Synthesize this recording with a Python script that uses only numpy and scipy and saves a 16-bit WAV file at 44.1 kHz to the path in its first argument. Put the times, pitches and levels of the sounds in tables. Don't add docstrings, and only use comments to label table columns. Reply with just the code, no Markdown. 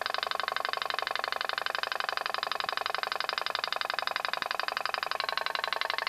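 import sys
import numpy as np
from scipy import signal
from scipy.fft import rfft, irfft
from scipy.io import wavfile

SR = 44100
rng = np.random.default_rng(int(sys.argv[2]) if len(sys.argv) > 2 else 0)


def store_pcm(level_fs):
    pcm = np.round(np.clip(level_fs, -1, 1) * 32767).astype(np.int16)
    wavfile.write(sys.argv[1], SR, np.atleast_2d(pcm).T)


N = 268285
SIZE, LEAD = 8192, 128
HZ, T = np.fft.rfftfreq(SIZE, 1 / SR), np.arange(SIZE) / SR
SNAP_DB, DRIFT_DB, TURN_DB = (-26.5, -28.5), (0.14, -.5), (0.76, -0.14)
TURN_S, TURN_TAKES_S = 5.12, 0.065

# t/s, position (about -1 to 1)
POSITION = [(0, -0.95), (1.2, -1.07), (1.7, -0.37), (3.4, 0.11), (4, 0.39), (4.6, 1.1), (5.12, 0.92),
            (5.2, -0.16), (5.7, -0.07), (6.08, -0.94)]
def snaps(s, inward, rattle_db, rattle_t60, shudder_t60):
    drift = follow(s, POSITION)
    turned = follow(s, [(TURN_S, 0.29), (TURN_S + TURN_TAKES_S, 1)])
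    level_db = SNAP_DB[inward] + DRIFT_DB[inward] * drift + TURN_DB[inward] * turned
    level_db += 0.39 * rng.standard_normal((len(s), 1))
    gain = resonances(s, inward, drift, turned) * antiresonances(inward, turned)
    pitch = 1.0043 + 0.0036 * wandering(s, 1, 0.298)
    gain = np.array([np.interp(HZ / p, HZ, g) for p, g in zip(pitch, gain)])
    blow = shuddering_blow(s, inward, shudder_t60)
    body = minimum_phase(gain / np.hypot(abs(blow), 0.75))
    rattle = rng.standard_normal((len(s), SIZE)) * gain_of(-60 * T / rattle_t60)
    attack = dispersion(inward) + gain_of(rattle_db) * unit_spectrum(rattle)
    rings = -irfft(body * blow * attack)
    rings = np.roll(rings, LEAD, axis=1)[:, :SIZE // 2]
    damping_db_per_s = 700 * (0.5 - 0.66 * turned)
    rings *= gain_of(-damping_db_per_s * np.maximum(T[:SIZE // 2] - .02, 0))
    rings *= signal.windows.tukey(SIZE // 2, 2 * LEAD / SIZE)
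    rings *= gain_of(level_db) / rings[:, LEAD:LEAD + 460].std(1)[:, None]
    out = np.zeros(N)
    for when, ring in zip(s, rings):
        add(out, when - LEAD / SR, ring)
    return out


# t/s, period/ms
PERIOD = [(.06, 84.24), (.23, 84.06), (1.83, 84.87), (2.43, 85.97), (2.77, 85.92), (3.81, 87.25),
          (3.99, 87.01), (4.42, 87.1), (4.85, 86.2), (4.94, 86.36), (5.2, 86.43), (5.37, 88.81),
          (5.55, 87.03), (5.73, 87.89), (5.9, 84.17), (5.98, 84.23)]
# t/s, delay after the outward snap/ms
CONDENSATION = [(0, 39.6), (.25, 38.6), (.9, 38), (1.8, 37.6), (4.2, 37.6), (4.9, 36.8), (5.45, 37.6),
                (5.8, 36.7), (6, 35.7)]
def strokes(first_s=.0591):
    outward = [first_s - PERIOD[0][1] / 1000]
    while outward[-1] < N / SR:
        outward.append(outward[-1] + follow(outward[-1:], PERIOD).item() / 1000)
    outward = np.array(outward)
    inward = outward + follow(outward, CONDENSATION)[:, 0] / 1000
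    return outward[1:-1], inward[:-2]


# nominal f/Hz, uncapped t60/s, relative level/dB in four columns
MODES = [ (430.8, 0.054, 5.5, 9.5, 5.5, 8), (537.6, 0.066, 3, 9, 3.5, 7.5), (650, 0.061, 6, 12, 6, 14.5),
         (788, 0.018, 8, 19.5, 10, 11), (896, 0.096, -9, -5, -2, 20), (1036, 0.021, 13.5, 13, 15, 5.5),
         (1080.5, 0.064, 10, 14.5, 21, 18), (1229, 0.013, 17, 5, 13.5, 9), (1527, 0.034, 19, -33, 17, 20),
         (1733, 0.016, 13.5, 9.5, 11, 7), (2066, 0.033, 11.5, 3, 12, -6), (2290, 0.094, 9.5, -15, 9, -3),
         (2400, 0.055, 13, 1, -9, -10), (2535, 0.025, 7.5, 7, 9.5, 2), (2820, 0.064, 13, -34, 3, -17),
         (2996, 0.013, 13, -3, 9, -12), (3286, 0.054, -72, -12.5, 16, -3),
         (3594, 0.0076, 11.5, -7.5, 8, -28), (3836, 0.069, 8.5, -6.5, -5, -11),
         (3979, 0.042, 7.5, -25, 14.5, -37), (4130, 0.062, -15.5, -61, -10, -2),
         (4323, 0.042, 4.5, -6, 14.5, -16), (4504, 0.069, 4, -8, 0, -4.5), (4694, 0.012, 7, -4, 7.5, -22),
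         (4934, 0.016, 11.5, -22, 3, -13), (5250, 0.067, -21, -14, 4, -17),
         (5750, 0.067, -11.5, -26, -5.5, -28), (6830, 0.0034, -22.5, -39, -23, -36)]
# f/Hz, nominal t60/s
T60_CAP = [(1200, .075), (1600, .036), (5000, .03)]
def resonances(s, inward, drift, turned):
    modes = np.transpose(MODES)
    f, t60 = modes[:2]
    mode_db = (1 - turned) * modes[2 + inward] + turned * modes[4 + inward]
    mode_db += modal_shading(s, f, inward, drift, turned)
    t60 = np.minimum(t60, read(f, T60_CAP))
    half_width = np.log(1000) / (2 * np.pi * t60[:, None])
    detune = ((HZ - f[:, None]) / half_width) ** 2
    gain = np.sqrt(gain_of(2 * mode_db) @ (1 / (1 + detune + 0.023 * detune ** 2)))
    gain /= 1 + (HZ / 8000) ** 6
    return gain / (1 + (330 / (HZ + 1)) ** 4)


# f/Hz, outward level/dB, inward level/dB
DRIFT_SHADING = [(710, -0.5, -1.5), (990, 2.5, 0), (1240, 0.5, -1.5), (1720, 1, -3), (2080, -1.5, -6),
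                 (2250, -8, 15), (2380, 8, -3), (2420, 2, 5), (2969, 4.5, -6.5), (3020, -4, 4.5),
                 (3496, -4, -8.5), (3967, 10, 8), (3974, -1, 1), (4150, 1, 0), (4310, 0.5, -3.5),
                 (4850, 1.5, -2.5)]
# t/s, level/dB before weighting
TREBLE_SWELL = [(0, 1.5), (.2, 1.7), (.48, -3), (.75, 1), (1.2, 0), (1.8, 1.9), (2.05, 1.7), (2.3, 1.5),
                (4.4, 0.3), (5.15, -0.3), (5.35, 0), (5.85, 0), (6.08, 1)]
# t/s, outward level/dB, inward level/dB
MID_SWELL = [(0, 1, 2), (.4, 2, -10.5), (1.7, 0.7, -2.3), (5.1, 2.1, -.6), (5.5, 0, 3), (5.8, 5, 1.1),
             (6.08, 5.5, 9.5)]
def modal_shading(s, f, inward, drift, turned):
    drift_db = drift * read(f, DRIFT_SHADING, 1 + inward)
    treble_db = follow(s, TREBLE_SWELL) * (f > 2300) * 1.66 ** inward * 1.36 ** (f > 4600)
    mid_db = follow(s, MID_SWELL, 1 + inward) * (abs(f - 1900) < 250)
    waver_db = 1.6 * (f / 3000) ** .6 * (1 + turned / 2) * wandering(s, len(f), 0.3056)
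    return drift_db + treble_db + mid_db + waver_db


# nominal f/Hz, half-width/Hz, depth/dB in the four columns of MODES
NOTCHES = [(857, 34.3, 16.6, 22, 17, 4), (2243, 66, 22, -4.5, -3, 3), (2955, 25, 19, 10, -3.5, 2),
           (3285, 108, 15.3, 5, 12, 9), (2003, 51, 1.14, 13, -6, 36), (1414, 125, 0.83, -12, -1.5, 17.5),
           (2768, 53, 18, 36, -12.5, 11)]
def antiresonances(inward, turned):
    notches = np.transpose(NOTCHES)
    depth_db = (1 - turned) * notches[2 + inward] + turned * notches[4 + inward]
    detune = ((HZ - notches[0][:, None]) / notches[1][:, None]) ** 2
    return gain_of(-depth_db @ (1 / (1 + detune)))


# f/Hz, outward level/dB, inward level/dB
SHUDDER_LEVEL = [(470, -3.5, -4.5), (756, 1, 0.5), (1020, -10, -3.5), (1640, -12.5, 1.5), (2370, 6, -0.5),
                 (3180, 5.5, 16.5), (3580, -6, 2), (4970, 0.5, 10)]
def shuddering_blow(s, inward, t60):
    shudder = wandering(s, SIZE, 1.31) * gain_of(-60 * T / t60) * np.clip(T / 0.002, 0, 1) ** 2
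    return 1 + gain_of(read(HZ, SHUDDER_LEVEL, 1 + inward)) * unit_spectrum(shudder)


# f/Hz, outward delay/ms, inward delay/ms
GROUP_DELAY = [(500, 0.12, 0.11), (1030, 0.066, 0.16), (1520, 0.36, 0.44), (2120, 0.67, 1.17),
               (2540, 0.33, 3.29), (3720, 1.21, 2.66), (5130, 1.36, 2.27)]
def dispersion(inward):
    phase = 2 * np.pi * np.cumsum(read(HZ, GROUP_DELAY, 1 + inward)) / 1000 * SR / SIZE
    return np.exp(-1j * phase)


# f/Hz, t60/s
BASIN_T60 = [(300, 0.23), (1000, 0.13), (2500, 0.13), (5000, 0.18)]
def basin(x, build_s=0.0067):
    hz, t, bands = signal.stft(rng.standard_normal(SR // 2), SR, nperseg=256)
    bands *= gain_of(-60 * t / read(hz, BASIN_T60)[:, None])
    tail = signal.istft(bands, SR, nperseg=256)[1]
    tail *= np.clip(np.arange(len(tail)) / SR / build_s, 0, 1) ** 2
    return signal.fftconvolve(x, tail / np.linalg.norm(tail))[:N]


# t/s, peak level/dB, f/Hz
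BUMPS = [(2.663, -40, 201), (4.421, -36.5, 262)]
def thumps():
    out = np.zeros(N)
    for s, db, hz in BUMPS:
        cycles = np.arange(-.01, .01, 1 / SR) * hz
        add(out, s - .01, gain_of(db) * np.cos(2 * np.pi * cycles) * np.exp(-(cycles / 0.4) ** 2))
    return out


# f/Hz, relative spectral level/dB
HISS_SPECTRUM = [(20, -0.5), (50, 6), (130, 7.5), (220, 11), (400, 9), (1500, 9), (4500, 0.5), (6200, 0.5),
                 (9000, -1), (15000, -2)]
def hiss(level_db=-51.5):
    colour = gain_of(read(np.fft.rfftfreq(N, 1 / SR), HISS_SPECTRUM))
    noise = irfft(rfft(rng.standard_normal(N)) * colour, N)
    return gain_of(level_db) * noise / noise.std()


def minimum_phase(gain):
    cepstrum = irfft(np.log(gain + 1e-9))
    cepstrum[:, 1:SIZE // 2] *= 2
    cepstrum[:, SIZE // 2 + 1:] = 0
    return np.exp(rfft(cepstrum))


def unit_spectrum(x):
    return rfft(x / np.linalg.norm(x, axis=1)[:, None])


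def wandering(s, count, period_s):
    knots = rng.standard_normal((int(N / SR / period_s) + 2, count))
    k = (s // period_s).astype(int)
    angle = (s % period_s / period_s * np.pi / 2)[:, None]
    return np.cos(angle) * knots[k] + np.sin(angle) * knots[k + 1]


def follow(s, table, column=1):
    columns = np.transpose(table)
    return np.interp(s, columns[0], columns[column])[:, None]


def read(hz, table, column=1):
    columns = np.transpose(table)
    return np.interp(np.log(hz + 1), np.log(columns[0] + 1), columns[column])


def gain_of(db):
    return 10 ** (np.asarray(db) / 20)


def add(mix, s, sound):
    part = mix[round(s * SR):][:len(sound)]
    part += sound[:len(part)]


def scene():
    outward_s, inward_s = strokes()
    outward = snaps(outward_s, inward=0, rattle_db=-15.5, rattle_t60=0.018, shudder_t60=0.022)
    inward = snaps(inward_s, inward=1, rattle_db=-21, rattle_t60=0.016, shudder_t60=0.024)
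    angle = np.arange(N) / SR * np.pi / 1.183
    reflections = sum(basin(gain_of(-12) * direct * share)
                      for direct in (outward, inward) for share in (np.cos(angle), np.sin(angle)))
    return (outward + inward + reflections + thumps() + hiss())[None]


def record(dry):
    lowpass = signal.firwin(767, 14300, window=("kaiser", 9), fs=SR)
    return signal.oaconvolve(dry, lowpass[None], "same")


dry = scene()
out = record(dry)
store_pcm(out)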